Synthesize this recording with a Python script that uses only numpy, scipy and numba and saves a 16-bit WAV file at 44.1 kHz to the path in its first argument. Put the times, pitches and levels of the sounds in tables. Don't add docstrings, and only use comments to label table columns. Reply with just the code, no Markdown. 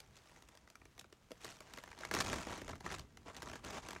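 import sys
import numpy as np
from scipy import signal
from scipy.fft import rfft, irfft
from scipy.io import wavfile
from scipy.ndimage import uniform_filter1d
from numba import njit

SR = 44100
rng = np.random.default_rng(int(sys.argv[2]) if len(sys.argv) > 2 else 0)


def amplitude_ratio(level_db):
    exponent = np.asarray(level_db, float) / 20
    return 10 ** exponent


def store_wav(level_fs):
    pcm = np.round(np.clip(np.atleast_2d(level_fs), -1, 1) * 32767)
    wavfile.write(sys.argv[1], SR, pcm.T.astype(np.int16))


N = 176400

STAGGER_S, RISE_CYCLES = .003, .6


def unit(x):
    return x / np.sqrt(np.mean(x ** 2))


def coloured(x, points):
    points_hz, points_db = np.array(points, float).T
    hz = np.maximum(np.arange(N // 2 + 1) * SR / N, 1)
    gain_db = np.interp(np.log(hz), np.log(points_hz), points_db, left=-50)
    return unit(irfft(rfft(x) * amplitude_ratio(gain_db), N))


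def walk(rate_hz):
    hold = int(SR / rate_hz)
    levels = np.repeat(rng.standard_normal(N // hold + 1), hold)
    return 1.31 * uniform_filter1d(uniform_filter1d(levels, hold), hold)[:N]


@njit
def rings(n, sr, start, hz, t60, size, rise):
    y = np.zeros(n)
    for k in range(len(start)):
        turn = np.exp(2j * np.pi * hz[k] / sr - np.log(1000.) / (t60[k] * sr))
        fade = np.exp(-hz[k] / sr / rise)
        z, still = size[k] + 0j, 1.
        first = max(int(start[k] * sr), 0)
        for i in range(first, min(first + int(t60[k] * sr), n)):
            y[i] += z.imag * (1 - still)
            z *= turn
            still *= fade
    return y


def room_hum():
    # hz, db_per_hz
    room_spectrum = [(30, -2.5), (60, -1), (130, -3.5), (300, -15), (1000, -17.5), (5000, -26),
                     (16000, -37.5)]
    level_db = -65
    return coloured(rng.standard_normal(N), room_spectrum) * amplitude_ratio(level_db - 6 + 1.5 * walk(6))


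def hand_gains():
    # time_s, rustle_db, contact_db
    hand_moves = [(0, -70, -69), (.55, -70, -70), (.9, -76, -70), (1.28, -75, -72), (1.68, -62, -66),
                  (1.95, -63, -68.5), (2.1, -61, -59), (2.4, -51.5, -52), (2.72, -59, -56),
                  (2.79, -69, -67), (3.0, -59.5, -59), (3.07, -75.5, -70.5), (3.24, -74.5, -68),
                  (3.35, -62, -61), (3.6, -66.5, -59), (4, -62, -63)]
    s, rustle_db, contact_db = np.array(hand_moves, float).T
    t = np.arange(N) / SR
    return amplitude_ratio(np.interp(t, s, rustle_db)), amplitude_ratio(np.interp(t, s, contact_db))


def stroke_gains():
    # start_s, length_s, level_db, brightness_db
    rub_strokes = [(.12, 0.064, -72, 7), (0.223, 0.16, -73, 7), (1.4, .17, -62, 8), (1.427, 0.056, -55, 4),
                   (1.971, .1, -55.5, -3), (2.112, .05, -46, 0), (2.17, .043, -41, 3),
                   (2.23, .11, -43.5, 1.5), (2.348, 0.049, -48.5, 0), (2.461, .08, -48, -5),
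                   (2.673, 0.037, -51.5, -2.5), (2.839, .04, -47, -4), (2.898, .05, -45, -1),
                   (3.255, 0.058, -54, -10), (3.33, 0.073, -55.5, -1.5), (3.419, .15, -53.5, -2),
                   (3.63, 0.083, -53, -2), (3.719, 0.066, -49.5, -2), (3.819, 0.15, -53.5, -3)]
    attack_s, release_s = 0.0097, .014
    t = np.arange(N) / SR
    dull, bright = np.zeros(N), np.zeros(N)
    for s, length_s, db, bright_db in rub_strokes:
        onset = np.clip((t - s) / attack_s, 0, 1)
        shape = onset * np.exp(-np.maximum(t - s - length_s, 0) / release_s)
        dull += (shape * amplitude_ratio(db)) ** 2
        bright += (shape * amplitude_ratio(db + bright_db)) ** 2
    return np.sqrt(dull), np.sqrt(bright)


def contact_rumble(contact, dull):
    # hz, db_per_hz
    rumble_spectrum = [(15, -38), (25, -10), (65, 4.5), (158, -3), (274, -5), (500, -13.5), (650, -34),
                       (1100, -120)]
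    hold_db, stroke_db = -1.5, -8
    shake = np.hypot(contact * amplitude_ratio(hold_db), dull * amplitude_ratio(stroke_db)) * amplitude_ratio(3.1 * walk(14))
    return coloured(rng.standard_normal(N), rumble_spectrum + [(900, -66)]) * shake


def gas_booms():
    # time_s, pitch_hz, level_db, t60_s
    jolts = [
        (0.969, 85.5, -60, 0.35),
        (2.14, 61.6, -40, 0.28),
        (2.29, 74.6, -46, .2),
        (2.87, 92, -48, 0.66),
    ]
    s, hz, db, t60 = np.array(jolts, float).T.copy()
    return rings(N, 1. * SR, s, hz, t60, amplitude_ratio(db), 2.2)


def rustle():
    # hz, db_per_hz
    skin_spectrum = [(88, -27), (150, -0.5), (275, -2), (484, -4.5), (905, -4), (1020, -4.5), (4860, -17.5),
                     (6640, -15.5), (16000, -43.5)]
    per_s, modes, scatter_db, loudest_db = 300, 12, 5.2, 11
    t60_s = .011
    hiss_db = -3
    u = rng.random((int(per_s * N / SR), 3, modes))
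    crease_db = np.minimum(-scatter_db * np.log(1 - u[:, 0, :1]), loudest_db)
    db = crease_db + 18 * u[:, 2]
    khz = .2 * 78 ** np.sqrt((np.arange(modes) + u[:, 1]) / modes)
    start = u[:, 0, 1:2] * N / SR + STAGGER_S * u[:, 0] ** 3
    t60 = t60_s / np.sqrt(khz)
    size = amplitude_ratio(db) * khz ** .6
    swarm = rings(N, 1. * SR, start.ravel(), 1000 * khz.ravel(), t60.ravel(), size.ravel(), RISE_CYCLES)
    hiss = amplitude_ratio(hiss_db + 2.7 * walk(24.99)) * rng.standard_normal(N)
    both = coloured(unit(swarm) + hiss, skin_spectrum)
    low = signal.sosfiltfilt(signal.butter(1, 2500, fs=SR, output="sos"), both)
    return low, both - low


def buckle(s, db, part, count, slope_db=0):
    low_hz, high_hz, t60_s, part_db = part
    u = rng.random((len(s), 4, count))
    hz = low_hz * (high_hz / low_hz) ** ((np.arange(count) + u[:, 0]) / count)
    start = s[:, None] + STAGGER_S * u[:, 1] ** 2
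    mode_db = db[:, None] + slope_db * np.log2(hz / low_hz) + part_db - 10 * np.log10(count)
    size = amplitude_ratio(mode_db + 6.5 * (u[:, 2] - .5)) * np.sign(u[:, 3] - .5)
    t60 = t60_s * (0.59 + 0.79 * u[:, 3])
    return rings(N, 1. * SR, start.ravel(), hz.ravel(), t60.ravel(), size.ravel(), RISE_CYCLES)


def creases():
    # time_s, tick_db, thump_db, ring_db
    held = [(0.0024, -40, -64.5, -56.5), (0.167, -46.5, -78, -73), (0.2944, -56, -68, -60),
            (0.3613, -52, -62, -54.5), (0.4221, -47, -65.5, -62), (0.487, -45, -67, -58.5),
            (0.5511, -50, -66.5, -63), (0.573, -47, -69, -60), (0.6749, -54, -69, -56),
            (0.701, -44.5, -67, -62), (0.7545, -44, -67, -54), (0.8165, -60, -65, -58),
            (0.854, -48.5, -63, -58), (0.9786, -49, -63, -58), (0.9908, -44, -63, -60),
            (0.9943, -35.5, -61, -60), (1.0114, -44, -66, -58), (1.043, -55, -62, -55.5),
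            (1.1258, -46, -56.5, -58)]
    swung = [(1.3064, -49, -53, -56.5), (1.3164, -38.5, -48, -51), (1.4451, -31, -48.5, -46),
             (1.4774, -48, -56, -53), (1.6048, -39.5, -50, -50.5), (1.736, -37.5, -58.5, -52),
             (1.7734, -39.5, -54, -46), (1.7843, -41.5, -56, -47.5), (1.8372, -41.5, -56, -48),
             (1.8761, -49, -59, -50.5), (1.915, -46, -62, -48.5), (1.9294, -55, -62, -51),
             (1.9879, -42, -56, -57), (2.0073, -41, -52, -52), (2.0343, -44, -53, -42),
             (2.0497, -32.5, -52, -39.5)]
    bumped = [(2.1121, -29.5, -44, -36), (2.1385, -25, -41, -36.5), (2.1484, -24, -40, -38),
              (2.1654, -33, -40, -34), (2.2034, -28, -42, -33.5), (2.2074, -22.5, -46.5, -36.5),
              (2.2214, -35, -44, -40), (2.2478, -36, -46, -48), (2.3296, -31.5, -43, -36),
              (2.3575, -38, -48, -47), (2.4149, -40, -50, -47), (2.4683, -41, -44, -46.5),
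              (2.5052, -44, -46, -45), (2.5774, -44, -50, -48.5), (2.6165, -40, -48.5, -45.5),
              (2.6804, -43, -49.5, -47.5), (2.6938, -41, -47.5, -56), (2.7317, -52, -52.5, -43.5),
              (2.7546, -45, -55, -56)]
    pressed = [(2.8057, -42.5, -49, -53), (2.8619, -39, -50, -39.5), (2.9841, -41, -59, -55),
               (2.9941, -37.5, -57, -51.5), (3.1718, -44, -60, -53.5), (3.2815, -50, -53, -53),
               (3.3653, -36.5, -56, -54), (3.4206, -34.5, -52, -43), (3.4284, -38, -51, -50),
               (3.471, -52, -55, -45), (3.4974, -43, -55, -49), (3.5144, -45, -57, -58),
               (3.5332, -44, -54, -44), (3.555, -42, -51.5, -47.5), (3.6474, -37, -52, -49),
               (3.6678, -45, -54, -48), (3.7055, -36.5, -53.5, -50), (3.8862, -35, -52, -47),
               (3.907, -33.5, -53, -44.5), (3.931, -39, -51, -50), (3.9614, -54, -51, -43.5)]
    # low_hz, high_hz, t60_s, level_db
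    thump_part = (202, 803, .024, 12)
    ring_part = (850, 2396, .013, 10.5)
    snap_part = (2570, 5560, .008, -2.2)
    tick_part = (5498, 15500, .006, 1.5)
    s, tick_db, thump_db, ring_db = np.array(held + swung + bumped + pressed, float).T
    thump = buckle(s, thump_db, thump_part, count=4)
    ring = buckle(s, ring_db, ring_part, count=5)
    snap = buckle(s, tick_db, snap_part, count=6)
    tick = buckle(s, tick_db, tick_part, count=16, slope_db=-9.5)
    return thump + ring + snap + tick


def with_echo(foil):
    echo_db, t60_s = -12, .12
    tail = np.arange(int(.2 * SR)) / SR
    echo = rng.standard_normal(len(tail)) * amplitude_ratio(-60 * tail / t60_s)
    echo *= tail > .003
    echo /= np.sqrt(np.sum(echo ** 2))
    return foil + amplitude_ratio(echo_db) * signal.fftconvolve(foil, echo)[:N]


def scene():
    touch, contact = hand_gains()
    dull, bright = stroke_gains()
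    low, high = rustle()
    rubbing = low * np.hypot(touch, dull) + high * np.hypot(touch, bright)
    foil = with_echo(creases() + rubbing)
    mix = room_hum() + contact_rumble(contact, dull) + gas_booms() + foil
    return mix[None]


def low_pass(x):
    return signal.sosfilt(signal.butter(12, 16480, fs=SR, output="sos"), x)


def record(dry):
    top_cut = signal.ellip(8, .2, 60, 16100, fs=SR, output="sos")
    mix = signal.sosfilt(top_cut, dry)
    return low_pass(mix)


dry = scene()
out = record(dry)
store_wav(out)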